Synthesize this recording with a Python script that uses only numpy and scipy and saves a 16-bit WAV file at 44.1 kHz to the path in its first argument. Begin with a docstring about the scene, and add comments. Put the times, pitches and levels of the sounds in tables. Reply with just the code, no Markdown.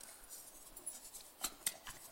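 """A dog in the undergrowth

A dog trots through low forest shrubs onto dry litter. Its legs swish through leaves and its paws
crush twigs: both are showers of tiny impulses. Twigs snap, sticks and roots knock in damped
vibration, and the soft ground thuds. Metal on its collar tinkles in its natural modes.
Trunks scatter a faint echo, and quiet forest air lies behind."""
import sys
import numpy as np
from scipy import signal
from scipy.fft import rfft, irfft
from scipy.io import wavfile
from scipy.ndimage import uniform_filter1d

SR = 44100
rng = np.random.default_rng(int(sys.argv[2]) if len(sys.argv) > 2 else 0)


def transcribe(signal):
    """Save signal, clipped to [-1, 1], as a 16-bit WAV file at the path in sys.argv[1]."""
    frames = np.atleast_2d(signal).T
    limited = np.clip(frames, -1, 1)
    pcm = np.round(limited * 32767).astype(np.int16)
    wavfile.write(sys.argv[1], SR, pcm)


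N = 93183

# Swells of hiss: at 0.035 s a brief, faint puff around the first click; elsewhere legs brushing leaves.
# Each row: peak time, rise and fall in seconds, relative level in dB, rustle against hiss or ticks in dB.
HISS_SWELLS = [(.01, 0.0033, 0.0062, -50, -2.5), (.035, 0.0012, 0.0055, -46, -8),
               (.092, 0.049, 0.096, -55, -6), (.243, 0.027, 0.01, -62, -26),
               (.333, 0.03, 0.047, -48.5, -14.5), (.39, 0.033, 0.077, -54, -10),
               (.485, 0.023, 0.016, -54, -9.5), (.575, 0.045, 0.017, -55, -25),
               (.627, 0.027, 0.014, -55, -29), (.67, 0.022, 0.028, -55.5, -6),
               (.775, 0.013, 0.02, -57.5, -21), (.82, 0.17, 0.36, -63.5, -18),
               (.953, 0.03, 0.036, -52, -2.5), (1.058, 0.03, 0.032, -50.5, -9.5),
               (1.16, 0.025, 0.028, -49, -9), (1.208, 0.036, 0.014, -58, -0.5),
               (1.26, 0.04, 0.063, -57.5, -7.5), (1.436, 0.03, 0.021, -49.5, -9.5),
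               (1.53, 0.084, 0.064, -66, -1), (1.63, 0.033, 0.018, -60, -9), (1.72, 0.005, 0.013, -60.5, 7),
               (1.755, 0.007, 0.05, -68.5, 9), (1.872, 0.019, 0.0053, -62.5, 6),
               (1.907, 0.016, 0.014, -50, -24), (1.967, 0.037, 0.0078, -59, 2.5),
               (2.025, 0.053, 0.068, -56, -15), (2.058, 0.024, 0.012, -53, -5), (2.1, 0.011, 0.048, -75, 6)]
# Spectra of the hiss, the rustle and the ticks. Each row: frequency in Hz, relative level in dB.
HISS_SPECTRUM = [(2000, -30), (4000, -6), (6000, -0.5), (8200, 6.5), (10300, 3.5), (12000, 0),
                 (16000, -12.5)]
RUSTLE_SPECTRUM = [(200, -5.5), (650, 5.5), (1400, -6), (2200, -2.5), (3000, -4.5), (5000, 1), (8000, 1.5),
                   (16000, -37.5)]
TICK_SPECTRUM = [(1500, -22), (4500, -24.5), (8000, -4.5), (11000, 4), (15500, -10)]

def swishes(shower_db=-1, ticks_db=-8):
    """Superposition: dense impulses merge into a hiss over a lower rustle; sparse ones tick."""
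    shower = contacts(HISS_SWELLS, HISS_SPECTRUM, RUSTLE_SPECTRUM,
                      grains_per_s=6500, scatter_db=2.5, ripple_db=9.5)
    ticks = contacts(HISS_SWELLS, TICK_SPECTRUM, RUSTLE_SPECTRUM,
                     grains_per_s=600, scatter_db=-0.5, ripple_db=-4.0)
    return undb(shower_db) * shower + undb(ticks_db) * ticks


# Paws crushing twigs. Each row: peak time, rise and fall in seconds, level in dB,
# wood against the splinters in dB.
TWIG_CRUSHES = [(1.429, 0.018, 0.0098, -64, 7.5), (1.4425, 0.0059, 0.0027, -50.5, -2.5),
                (1.449, 0.0079, 0.005, -32.5, -8), (1.457, 0.0015, 0.0069, -38, -6),
                (1.466, 0.005, 0.015, -46, 0), (1.6663, 0.0014, 0.00091, -32, -23),
                (1.6688, 0.00087, 0.0037, -34, -20), (1.6727, 0.00048, 0.0036, -34.5, 3),
                (1.677, 0.00094, 0.0023, -30, -14), (1.689, 0.018, 0.014, -43, -9.5),
                (1.874, 0.026, 0.015, -58.5, 0.5), (1.889, 0.0063, 0.024, -66, 13.5)]
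# Spectra of splinters and wood. Each row: frequency in Hz, relative level in dB.
SPLINTER_SPECTRUM = [(800, -42), (2500, -16.5), (4000, 3.5), (5500, -2), (7500, 7), (10500, 3.5),
                     (12500, 4), (16000, -10)]
WOOD_SPECTRUM = [(100, -27.5), (300, -1), (480, -10), (800, 4), (1000, -16), (1300, 10), (1650, -12),
                 (2000, -0.5), (2500, -1.5), (3000, -1.5), (3800, -4.5), (7000, -9), (16000, -76)]

def crunches():
    """Impulsive excitation: fibres splinter under a paw and shake the wood around them."""
    return contacts(TWIG_CRUSHES, SPLINTER_SPECTRUM, WOOD_SPECTRUM,
                    grains_per_s=8700, scatter_db=2.5, ripple_db=11.5)


# Twigs breaking. Each row: start in seconds, peak level in dB.
TWIG_BREAKS = [(0.0345, -33), (0.335, -40), (.476, -46), (0.485, -52), (.958, -35), (0.9624, -41),
               (1.0506, -42), (1.1493, -47), (1.1543, -47), (1.4453, -39), (1.453, -47), (1.465, -34),
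               (1.618, -44), (1.629, -40), (1.639, -40), (1.668, -10), (1.6915, -36), (1.6955, -48)]
# Spectrum of a crack. Each row: frequency in Hz, relative level in dB.
CRACK_SPECTRUM = [(500, -10), (2500, -10), (5100, -5), (7000, -1.5), (9200, 11.5), (10600, 8.5),
                  (13500, -39), (16000, 5)]

def snaps():
    """Brittle fracture: a dry twig parts in one bright impulse."""
    out = np.zeros(N)
    crack = colour(signal.unit_impulse(512), CRACK_SPECTRUM)
    for start, db in TWIG_BREAKS:
        add(out, start, undb(db) * crack / np.abs(crack).max())
    return out


# Paws striking sticks, buried roots and soil. Each row: start in seconds, pitch in Hz, level in dB.
STICK_KNOCKS = [(.089, 644, -53), (.090, 2090, -50.5), (1.205, 2450, -57.5), (1.207, 3830, -45.5),
                (1.21, 4200, -46), (1.413, 762, -44.5), (1.414, 1000, -55), (1.441, 1910, -40),
                (1.442, 1290, -34), (1.449, 1400, -49), (1.457, 1360, -52), (1.458, 1970, -58),
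                (1.740, 712, -49), (1.754, 660, -45), (1.870, 3030, -37.5), (1.871, 1790, -48),
                (1.873, 1104, -43), (1.880, 1160, -47), (1.881, 1670, -41), (1.8895, 1700, -38.5),
                (1.889, 1025, -47.5), (1.968, 2030, -49.5)]
ROOT_KNOCKS = [(.755, 310, -68), (.79, 334, -54), (.815, 337, -60)]
GROUND_THUDS = [(1.446, 262, -42.5), (1.471, 280, -59), (1.522, 304, -51), (1.673, 182, -54),
                (1.894, 121, -57), (1.963, 142, -59)]

def paw_impacts():
    """Damped vibration: sticks ring for a few cycles, roots for fewer, soft ground hardly at all."""
    sticks = blows(STICK_KNOCKS, decay_cycles=6.4, rasp=0.09, attack_s=0.00067, detune=0.079)
    roots = blows(ROOT_KNOCKS, decay_cycles=3.3, rasp=0.066, attack_s=0.0026, detune=0.086)
    ground = blows(GROUND_THUDS, decay_cycles=0.91, rasp=0.11, attack_s=0.0031, detune=0.079)
    return sticks + roots + ground


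# Touches of the collar metal. Each row: start in seconds, relative level in dB, side-mode gain in dB.
COLLAR_TOUCHES = [(.237, -54.5, -12), (0.768, -54.5, 5.5), (.776, -58, -5), (0.864, -47.5, -21),
                  (.873, -37.5, -16), (0.879, -56, -11), (.885, -56, -1), (0.9, -56, -3),
                  (.914, -53.5, -15)]
# Its modes, the main one first. Each row: frequency in Hz, gain in dB, seconds to decay by 60 dB.
COLLAR_MODES = [(10190, 2, .08), (7420, -0.5, 0.058), (9530, 3, 0.049), (13100, 6, 0.034),
                (15400, 1, 0.094)]
# Spectrum of its chatter. Each row: frequency in Hz, relative level in dB.
CHATTER_SPECTRUM = [(6000, -26.5), (7800, -16), (8600, -3), (9800, -2), (10300, 11.5), (11000, -11),
                    (13000, -47), (16000, -31)]

def collar(chatter_db=-7, chatter_s=0.021, attack_s=0.00076, wobble=0.00584, wobble_s=0.0041):
    """Modal ringing: each touch chatters and excites the metal; loose contact unsettles its pitch."""
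    out = np.zeros(N)
    t = np.arange(SR // 5) / SR
    for start, db, _ in COLLAR_TOUCHES:
        chatter = unit(colour(rng.standard_normal(len(t)), CHATTER_SPECTRUM))
        add(out, start, undb(db + chatter_db) * chatter * np.exp(-t / chatter_s))
    for mode, (hz, mode_db, t60) in enumerate(COLLAR_MODES):
        amplitude = np.zeros(N)
        envelope = np.exp(-np.log(1000) * t / t60) * (1 - np.exp(-t / attack_s))
        for start, db, side_db in COLLAR_TOUCHES:
            add(amplitude, start, undb(db + mode_db + side_db * (mode > 0)) * envelope)
        jitter = unit(uniform_filter1d(rng.standard_normal(N), int(wobble_s * SR)))
        pitch_hz = hz * (1 + wobble * jitter)
        out += amplitude * np.sin(2 * np.pi * np.cumsum(pitch_hz) / SR)
    return out


# Weight pressing on moss. Each row: peak time, rise and fall in seconds, level in dB,
# hollow sound against the rumble in dB.
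MOSS_BUMPS = [(.235, 0.022, 0.011, -63, -14), (.45, 0.027, 0.011, -71, -3.5), (.545, 0.024, 0.05, -65, -1),
              (.73, 0.028, 0.034, -59.5, -7), (.805, 0.11, 0.12, -67.5, 1.5), (.945, 0.1, 0.021, -87, 3),
              (1.05, 0.028, 0.026, -63, -13), (1.18, 0.046, 0.035, -65, -23),
              (1.465, 0.015, 0.023, -54, -33), (1.54, 0.026, 0.046, -61.5, -2),
              (1.615, 0.014, 0.017, -63.5, 3.5), (1.677, 0.0023, 0.007, -75, -3),
              (1.74, 0.026, 0.044, -76, -8), (1.897, 0.028, 0.0095, -52.5, -15),
              (1.965, 0.036, 0.016, -66, 3), (2.075, 0.012, 0.078, -66.5, 2)]
# Spectra of the rumble and the hollow sound. Each row: frequency in Hz, relative level in dB.
RUMBLE_SPECTRUM = [(12, 5.5), (25, 8.5), (50, -17), (90, -17), (200, -16), (600, -103)]
HOLLOW_SPECTRUM = [(120, -14.5), (240, -3.5), (320, 5), (470, -15.5), (620, 1), (850, -10.5), (1100, -8.5),
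                   (2000, -13), (6000, -45)]

def moss():
    """Compliance: soft ground yields under load with a low, hollow rumble."""
    return contacts(MOSS_BUMPS, RUMBLE_SPECTRUM, HOLLOW_SPECTRUM,
                    grains_per_s=4000, scatter_db=0.5, ripple_db=4.5)


def trees(x, db=-15.5, t60_s=0.49, cutoff_hz=2030):
    """Scattering: trunks return the sound as a faint, duller tail."""
    t = np.arange(SR // 2) / SR
    tail = filtered_noise(len(t), cutoff_hz, "low") * np.exp(-np.log(1000) * t / t60_s)
    return undb(db) * signal.fftconvolve(x, tail / np.linalg.norm(tail))[:N]


# Spectrum of the forest air. Each row: frequency in Hz, relative level in dB.
AIR_SPECTRUM = [(15, 13.5), (30, -9), (60, 0), (140, -11), (280, 1.5), (460, -2.5), (670, 0), (1050, -1.5),
                (1450, -9.5), (2800, -9.5), (5000, -11.5), (7500, -38), (11000, -13.5), (16000, -6.5)]

def air(db=-61.5):
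    """Stationary noise: the forest background is low and even."""
    noise = colour(rng.standard_normal(N + SR), AIR_SPECTRUM)[SR:]
    return undb(db) * unit(noise)


def distant_rush(band_hz=(1400, 1560), db=-68, fade_s=0.4):
    """Narrow-band noise: a faint, far rushing dies out early."""
    fade = np.exp(-(np.arange(N) / SR / fade_s) ** 2)
    return undb(db) * unit(filtered_noise(N, band_hz, "band")) * fade


def contacts(rows, first_spectrum, second_spectrum, grains_per_s, scatter_db, ripple_db):
    """Amplitude modulation: two grain textures swell and die away under one envelope per row."""
    out, count = np.zeros(N), 2 ** 14
    edge_power = 1.29  # above 1: a rounder top and steeper flanks
    for peak, rise, fall, db, second_db in rows:
        start = max(peak - .1, 0)
        t = start + np.arange(count) / SR - peak
        envelope = undb(db) * np.exp(-np.maximum(-t / rise, t / fall) ** edge_power)
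        first = texture(count, first_spectrum, grains_per_s, scatter_db, ripple_db)
        second = texture(count, second_spectrum, grains_per_s, scatter_db, ripple_db)
        add(out, start, envelope * (first + undb(second_db) * second))
    return out


def texture(count, spectrum, grains_per_s, scatter_db, ripple_db, ripple_hz=121.44):
    """Shot noise: random impulses, filtered to a spectrum with random resonances of its own."""
    hits = rng.random(count) < grains_per_s / SR
    sizes = undb(scatter_db * np.minimum(rng.exponential(size=count), 5))
    signs = np.sign(rng.standard_normal(count))
    grains = colour(hits * sizes * signs, spectrum)
    hz = np.arange(count // 2 + 1) * SR / count
    heights = np.clip(rng.standard_normal(400), -2, 1.5)
    ripple = np.interp(hz / ripple_hz, np.arange(400), heights)
    return unit(irfft(rfft(grains) * undb(ripple_db * ripple), count))


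def blows(rows, decay_cycles, rasp, attack_s, detune):
    """Exponential decay: three detuned modes and contact noise fall to 1/e in decay_cycles."""
    out, t = np.zeros(N), np.arange(SR // 10) / SR
    for start, hz, db in rows:
        grit = unit(filtered_noise(len(t), [hz / 2, hz * 2], "band"))
        envelope = (1 - np.exp(-t / attack_s)) * np.exp(-t * hz / decay_cycles)
        modes_hz = hz * (1 + detune * rng.uniform(-0.83, 1, size=(3, 1)))
        ring = np.sin(2 * np.pi * modes_hz * t).mean(axis=0)
        add(out, start, undb(db) * envelope / envelope.max() * (ring + rasp * grit))
    return out


def colour(x, spectrum, size=4096):
    """Minimum-phase filtering through (Hz, dB) points."""
    hz, db = np.array(spectrum).T
    bins_hz = np.maximum(np.arange(size // 2 + 1) * SR / size, 1)
    gain = undb(np.interp(np.log(bins_hz), np.log(hz), db))
    cepstrum = irfft(np.log(gain))
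    cepstrum[1:size // 2] *= 2  # folding onto positive time makes the filter causal
    cepstrum[size // 2 + 1:] = 0
    response = irfft(np.exp(rfft(cepstrum)))
    return signal.fftconvolve(x, response)[:len(x)]


def filtered_noise(count, hz, kind):
    """White noise through a first-order filter."""
    return signal.sosfilt(signal.butter(1, hz, kind, fs=SR, output="sos"), rng.standard_normal(count))


def undb(db):
    """Decibels to amplitude ratio."""
    return 10 ** (np.asarray(db) / 20)


def unit(x):
    """Normalisation to rms 1."""
    return x / np.sqrt(np.mean(x ** 2))


def add(out, start, x):
    """Superpose a short sound at a time in seconds."""
    i = max(int(start * SR), 0)
    out[i:i + len(x)] += x[:max(N - i, 0)]


def scene():
    """Superposition: the dog, its echo and the forest air sum in one channel."""
    near = paw_impacts() + swishes() + crunches() + snaps() + moss() + collar()
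    return (near + trees(near) + air() + distant_rush())[None]


def record(dry):
    """Low-pass filtering: the treble ends steeply at 16 kHz."""
    return signal.sosfilt(signal.ellip(10, .2, 80, 16000, fs=SR, output="sos"), dry)


dry = scene()
out = record(dry)
transcribe(out)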